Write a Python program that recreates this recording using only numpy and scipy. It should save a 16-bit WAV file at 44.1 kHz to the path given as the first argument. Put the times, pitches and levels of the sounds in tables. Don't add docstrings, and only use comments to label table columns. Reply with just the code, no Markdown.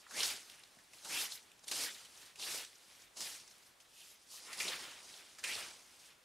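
import sys
import numpy as np
from scipy import signal
from scipy.fft import rfft, irfft, next_fast_len
from scipy.io import wavfile
from scipy.ndimage import uniform_filter1d, map_coordinates

SR = 44100
rng = np.random.default_rng(int(sys.argv[2]) if len(sys.argv) > 2 else 0)


def magnitude_from_level(level_db):
    exponent = np.asarray(level_db, float) / 20
    return 10 ** exponent


def waveform_to_disk(signal):
    frames = np.transpose(np.atleast_2d(signal))
    scaled = np.clip(frames, -1, 1) * 32767
    samples = np.round(scaled).astype(np.int16)
    wavfile.write(sys.argv[1], SR, samples)


N = 275184


def unit(x):
    return x / np.sqrt(np.mean(x ** 2) + 1e-20)


def along(points, hz):
    f, v = np.transpose(points)
    return np.interp(np.log(hz + 1), np.log(f + 1), v)


def wobble(rate):
    knots = rng.standard_normal(int(N * rate / SR) + 4)
    return map_coordinates(knots, [np.arange(N) * rate / SR])


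def coloured(x, spectrum):
    m = next_fast_len(N + 8192)
    gain = magnitude_from_level(along(spectrum, np.fft.rfftfreq(m, 1 / SR)))
    return irfft(rfft(x, m) * gain, m)[..., :N]


def patchy(x, depth_db):
    z = signal.stft(x, nperseg=512)[2]
    field = rng.standard_normal(z.shape[1:])
    field = uniform_filter1d(uniform_filter1d(field, size=5, axis=0), size=5, axis=1)
    return unit(signal.istft(z * magnitude_from_level(depth_db * unit(field)), nperseg=512)[1][:, :N])


def grains(seconds, hz, turns, gain, size):
    cycle = hz[:, None] * np.arange(size) / SR
    soft_start = 1 - np.exp(-cycle / 0.46)
    shape = gain[:, None] * np.sin(2 * np.pi * cycle) * np.exp(-cycle / turns) * soft_start
    at = ((seconds * SR).astype(int)[:, None] + np.arange(size)).ravel()
    lean = rng.standard_normal(len(seconds))[:, None]
    return np.array([np.bincount(at, g.ravel(), N + size)[:N] for g in (shape, lean * shape)])


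def burst(s, db, hz, t60, width, crack_db):
    t = np.arange(SR // 5) / SR
    b, a = signal.iirpeak(hz, 1 / width, SR)
    crack_band = signal.butter(2, [1200, 9000], "band", fs=SR)
    ring, broad = rng.standard_normal((2, 2, len(t)))
    ring = unit(signal.lfilter(b, a, signal.lfilter(b, a, ring)))
    crack = unit(signal.lfilter(*crack_band, broad))
    decay = magnitude_from_level(db - 60 * (t / t60) ** 0.99)
    onset = 1 - np.exp(-t / 0.00076)
    out = np.zeros((2, N + len(t)))
    start = round(s * SR)
    out[:, start:start + len(t)] = decay * onset * (ring + magnitude_from_level(crack_db) * crack)
    return out[:, :N]


def air():
    # frequency in Hz, level in dB per Hz.
    air_spectrum = [(12, -38), (20, -3), (70, 2), (700, 2.5), (3100, 0.5), (6050, -3), (9710, -5),
                    (15600, -15.5)]
    # frequency in Hz, side minus mid in dB.
    air_width = [(40, -25), (150, -10.5), (600, -2), (2000, -5), (5000, -11.5), (8800, -11), (9600, -15),
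                 (11000, -40)]
    breath = magnitude_from_level(-68 + 1.3 * wobble(3.6))
    mid, side = breath * patchy(coloured(rng.standard_normal((2, N)), air_spectrum), depth_db=0.66)
    return np.array([mid, coloured(side, air_width)])


def yard(x):
    # frequency in Hz, decay time t60 in seconds.
    yard_decay = [(200, 0.53), (2000, 0.15), (12000, 0.043)]
    hz, t, z = signal.stft(rng.standard_normal((2, SR // 3)), SR, nperseg=256)
    fade = magnitude_from_level(-60 * t / along(yard_decay, hz)[:, None])
    tail = signal.istft(z * fade, SR, nperseg=256)[1]
    delayed = np.pad(x, (500, 0))[None]
    return signal.fftconvolve(delayed, tail / np.linalg.norm(tail[0]), axes=1)[:, :N]


def boots():
    # start in seconds, peak level in dB, pitch in Hz, decay time t60 in seconds.
    pushes = [
        (0.264, -60, 85, 0.18),
        (.768, -48.5, 280, 0.031),
        (1.712, -48, 480, 0.081),
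        (2.545, -49, 403, 0.11),
        (3.04, -63, 62, 0.083),
        (3.219, -63, 185, 0.17),
        (4.64, -55.5, 203, .12),
        (4.7, -45, 526, 0.066),
        (5.566, -56, 88.5, 0.089),
    ]
    return sum(burst(s, db - 2.5, hz, t60, width=0.98, crack_db=-40) for s, db, hz, t60 in pushes)


def snaps():
    # start in seconds, peak level in dB, ring in Hz,
    # decay time t60 in seconds, broad crack in dB re peak.
    twig_snaps = [(0.0648, -38, 1340, 0.039, -21), (0.1088, -42.5, 1480, 0.12, 2),
                  (0.2045, -16.5, 3870, 0.031, -13), (0.2306, -19, 5400, 0.055, -5),
                  (0.7863, -50, 1800, 0.077, -0.5), (0.9326, -41.5, 2580, 0.034, 1.5),
                  (1.047, -46.5, 4500, 0.083, 11.5), (1.3204, -30.5, 3950, 0.047, -6),
                  (1.6392, -48, 5780, 0.037, -8), (1.6814, -34, 3970, 0.079, -2.5),
                  (1.713, -27.5, 4470, 0.085, 4), (2.0489, -44.5, 3270, 0.083, 1),
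                  (2.3568, -45.5, 2714, 0.053, 3.5), (2.3952, -33, 3970, 0.054, -5),
                  (2.4231, -32.5, 3080, 0.089, -12), (3.0192, -47, 6060, 0.07, -3),
                  (3.1687, -38.5, 6250, 0.13, -3), (3.2044, -28.5, 5440, 0.047, -2),
                  (4.5291, -35, 4710, 0.093, 0.5), (4.601, -22, 2260, 0.078, -4.5),
                  (4.6794, -23.5, 3850, 0.061, -10), (5.3844, -42, 1770, 0.067, 3.5),
                  (5.4384, -23, 2520, 0.078, -3.5), (5.5494, -28, 4000, 0.043, -17)]
    # start in seconds, peak level in dB, ring in Hz, broad crack in dB re peak.
    leaf_ticks = [(0.4975, -42.5, 2900, 7.5), (.5184, -43, 4300, -3), (0.6355, -38, 4370, -6),
                  (0.9838, -44, 4220, -2), (1.3514, -38, 6200, 0), (1.3753, -39, 3800, -9),
                  (1.516, -48.5, 2750, 4), (1.5915, -46.5, 5900, -3), (1.9472, -39, 3890, -5),
                  (2.1736, -42, 6040, -6), (2.545, -31, 4680, 4.5), (2.6479, -39.5, 6100, 4.5),
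                  (2.7292, -47.5, 3730, -8), (2.7541, -42.5, 5980, -12), (3.476, -39.5, 5660, -5),
                  (3.51, -47, 5830, 2), (3.801, -46, 2700, 0), (5.1394, -36, 3670, -10)]
    # start in seconds, peak level in dB, ring in Hz.
    stem_snaps = [(.594, -37, 9300), (.7487, -47, 9190), (.838, -44, 9690), (.9674, -48, 7780),
                  (1.1293, -26, 8850), (1.4272, -43, 8070), (1.5794, -49, 10100), (1.6804, -22.5, 9700),
                  (2.7831, -42, 8190), (3.2594, -35, 11300), (3.5808, -42, 10000), (4.0048, -38, 9220),
                  (4.5745, -29, 9300)]
    ticks = [(s, db, hz, 0.027, crack_db) for s, db, hz, crack_db in leaf_ticks]
    stems = [(s, db, hz, 0.012, -33) for s, db, hz in stem_snaps]
    every = [*twig_snaps, *ticks, *stems]
    return sum(burst(s, db - 10.5, hz, t60, 0.34, crack_db) for s, db, hz, t60, crack_db in every)


def tines():
    # start in seconds, length in seconds, first pitch in Hz, climb in octaves, peak level in dB.
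    strokes = [(0.134, 0.16, 1700, 1.87, -42), (1.091, .14, 1950, 0.99, -42.5),
               (1.702, 0.12, 2570, 0.67, -64), (2.39, 0.081, 2900, 0.76, -47.5),
               (3.184, 0.067, 4000, 0.7, -54), (3.877, 0.22, 2940, 0.087, -65.5),
               (4.288, 0.085, 1070, .05, -73), (4.431, .12, 1200, 0.11, -64), (4.43, 0.16, 2216, .02, -57),
               (4.559, .18, 2110, .5, -50.5), (5.43, .14, 1710, 1.01, -44.5)]
    peak = 0.63
    out = np.zeros((2, N))
    for start, length, first_hz, octaves, db in strokes:
        part, detune, chance = rng.random((3, 900))
        hz = first_hz * 2 ** (octaves * part + 0.61 * (detune - 0.5))
        arch_db = -19 * np.where(part < peak, 1 - part / peak, (part - peak) / (1 - peak))
        density_db = 10 * np.log10(length * 1.58)
        gain = magnitude_from_level(db + arch_db + density_db + 7.8 * chance - 0.5)
        out += grains(start + length * part, hz, 8.7, gain, size=400)
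    return out


def surges(db, per_depth, lag_s, stretch):
    # peak in seconds, level in dB, # rise in seconds,
    # fall in seconds, depth in the litter in dB.
    pulls = [(0.193, -41.5, .11, 0.073, 4.5), (.255, -38.5, 0.12, .17, -2.5), (1.06, -56, 0.023, 0.079, 18),
             (1.119, -44.5, 0.1, 0.23, 4), (1.213, -41, 0.21, 0.12, -7.5), (1.684, -48, 0.027, 0.068, 0),
             (1.718, -50.5, 0.0087, .05, 8), (1.755, -42.5, 0.065, 0.19, 0.5),
             (1.829, -40, 0.14, 0.098, -3), (2.397, -51.5, 0.038, .06, 4), (2.43, -44.5, .045, .12, -2),
             (2.49, -45, 0.07, 0.18, -1.5), (2.558, -44.5, 0.16, 0.14, -5), (3.172, -50, 0.019, 0.13, -1),
             (3.215, -45.5, 0.063, 0.087, -3), (3.26, -47.5, 0.095, 0.25, -5.5),
             (4.329, -51.5, 0.078, 0.18, -13), (4.53, -52.5, .04, .08, -2), (4.6, -42.5, 0.054, 0.13, -3),
             (4.689, -44.5, 0.1, 0.053, 10.5), (4.72, -51, .05, 0.49, 11), (5.445, -48, 0.025, .08, 5),
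             (5.48, -43.5, 0.052, 0.082, -4), (5.539, -46, .08, 0.27, 6)]
    # peak in seconds,
    # level in dB, rise in seconds, fall in seconds, depth in the litter in dB.
    drifts = [(0, -63.5, 0.062, 0.092, 4), (.45, -60.5, 0.23, .45, 2), (.85, -71, 0.4, 0.45, 1),
              (.94, -60.5, 0.046, 0.16, 0), (1.32, -48.5, 0.038, 0.092, -12.5),
              (1.42, -68.5, 0.14, 0.27, 4), (1.642, -56, 0.02, 0.015, 6), (1.911, -53, 0.028, 0.22, -0.5),
              (2.232, -59, 0.43, 0.15, 1.5), (2.72, -70.5, 0.12, .6, 6), (3.03, -64, 0.91, 0.051, 0.5),
              (3.482, -65, .008, .28, -3), (3.67, -66, 0.13, 0.055, -9), (3.805, -64, 0.013, 0.061, 0),
              (4.01, -61, 0.23, 0.32, -5), (4.12, -61, 0.21, 0.032, -9), (4.228, -65.5, 0.049, .03, -2),
              (4.46, -54.5, 0.091, 0.45, 4), (5.05, -59, 0.088, 0.2, 2), (5.156, -59, 0.23, 0.36, 4.5),
              (5.33, -65, 0.12, 0.17, 1), (5.389, -58, .008, 0.087, 3), (5.75, -68, .1, 0.2, 2),
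              (6.069, -62.5, 1, 0.11, 0)]
    s, level, rise, fall, depth = np.transpose(np.vstack([pulls, drifts]))[:, :, None]
    t = np.arange(0, N / SR + 1, 1 / 1000)
    late = t - s - lag_s
    away = np.abs(late) / np.where(late < 0, rise, stretch * fall)
    gain = magnitude_from_level(level + db + per_depth * depth - 23.5 * away ** 1.386)
    return np.interp(np.arange(N) / SR, t, np.sqrt(np.sum(gain ** 2, axis=0)))


def crunch(spectrum, centre_hz, turns, spread_db, smooth, count, size):
    when, pitch = rng.random(count), rng.standard_normal(count)
    chance = np.minimum(rng.exponential(size=count), 3)
    hz = np.clip(centre_hz * np.exp(0.45 * pitch), 50, SR / 3)
    grit = unit(grains(when * N / SR, hz, turns, magnitude_from_level(spread_db * chance), size))
    grit = unit(coloured(grit, spectrum))
    hiss = unit(coloured(rng.standard_normal((2, N)), spectrum))
    return patchy(np.sqrt(1 - smooth) * grit + np.sqrt(smooth) * hiss, depth_db=1.66)


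def leaves():
    # frequency in Hz, level in dB.
    crackle_spectrum = [(1500, -29), (3000, -8.5), (5000, -2.5), (7500, -4.5), (9800, -4.5), (11500, -12.5),
                        (15800, -47)]
    # frequency in Hz, level in dB.
    sparkle_spectrum = [(8000, -30), (10500, -2.5), (12000, -2.5), (14000, -7), (15800, -14)]
    # frequency in Hz, level in dB.
    leaf_spectrum = [(500, -32.5), (1200, -9), (2200, -4.5), (3500, -4.5), (5000, -13), (8000, -23)]
    # frequency in Hz, level in dB.
    turf_spectrum = [(40, -18), (80, -11.5), (200, -6), (450, -2), (900, 1), (1600, -4), (3000, -56)]
    clumps = magnitude_from_level(0.34 * wobble(35) + 0.55 * wobble(90))
    crackle = magnitude_from_level(0.83 * wobble(60)) * crunch(crackle_spectrum, 6500, turns=0.62, spread_db=0,
                                              smooth=0.51, count=20000, size=48)
    sparkle = magnitude_from_level(0.53 * wobble(49)) * crunch(sparkle_spectrum, 9400, turns=0.97, spread_db=4,
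                                              smooth=0.24, count=20000, size=32)
    leaf = magnitude_from_level(0.91 * wobble(29.77)) * crunch(leaf_spectrum, 2863, turns=2.5, spread_db=0,
                                              smooth=0.6, count=10000, size=160)
    turf = magnitude_from_level(0.62 * wobble(12)) * crunch(turf_spectrum, 495.6, turns=4.6, spread_db=0.5,
                                           smooth=0.75, count=3000, size=500)
    sparkle *= magnitude_from_level(-3 * (np.arange(N) / SR > 4.25))
    litter = surges(db=0.04, per_depth=0.0085, lag_s=0.0015, stretch=1.03) * crackle
    litter += surges(db=-9.5, per_depth=-0.37, lag_s=0.02, stretch=0.62) * sparkle
    litter += surges(db=-4.5, per_depth=0.54, lag_s=0.0469, stretch=0.76) * leaf
    litter += surges(db=-12.5, per_depth=0.64, lag_s=0, stretch=0.98) * turf
    return clumps * litter


def scene():
    # frequency in Hz, side minus mid in dB.
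    image_width = [(40, -35), (200, -19), (1700, -16), (2800, -12), (5400, -15), (8900, -12.5),
                   (9500, -23.5), (16000, -17)]
    # frequency in Hz, level in dB.
    woodpile = [(700, -65), (2300, -30), (5000, -29), (8000, -48)]
    hits = snaps() + boots() + tines()
    mid, side = leaves() + hits + magnitude_from_level(-12.5) * yard(hits[0])
    side = coloured(side, image_width) + coloured(mid, woodpile)
    mid, side = np.array([mid, side]) + air()
    return np.array([mid - side, mid + side])


def narrowed(x, under_db):
    z = signal.stft(np.array([x[0] + x[1], x[0] - x[1]]) / 2, nperseg=2048)[2]
    power = np.abs(z[:, :1024]).reshape(2, 128, 8, -1) ** 2
    mid_power, side_power = power.sum(axis=2)
    keep = side_power > magnitude_from_level(2 * under_db) * mid_power
    z[1, :1024] *= np.repeat(keep, 8, axis=0)
    mid, side = signal.istft(z, nperseg=2048)[1][:, :N]
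    return np.array([mid + side, mid - side])


def top_cut(x):
    return signal.sosfilt(signal.butter(12, 15740, fs=SR, output="sos"), x)


def record(dry):
    # frequency in Hz, level in dB.
    mic_response = [(10, -12), (25, 0), (15720, 0), (15900, -90)]
    mix = narrowed(coloured(dry, mic_response), under_db=-17)
    return top_cut(mix)


dry = scene()
out = record(dry)
waveform_to_disk(out)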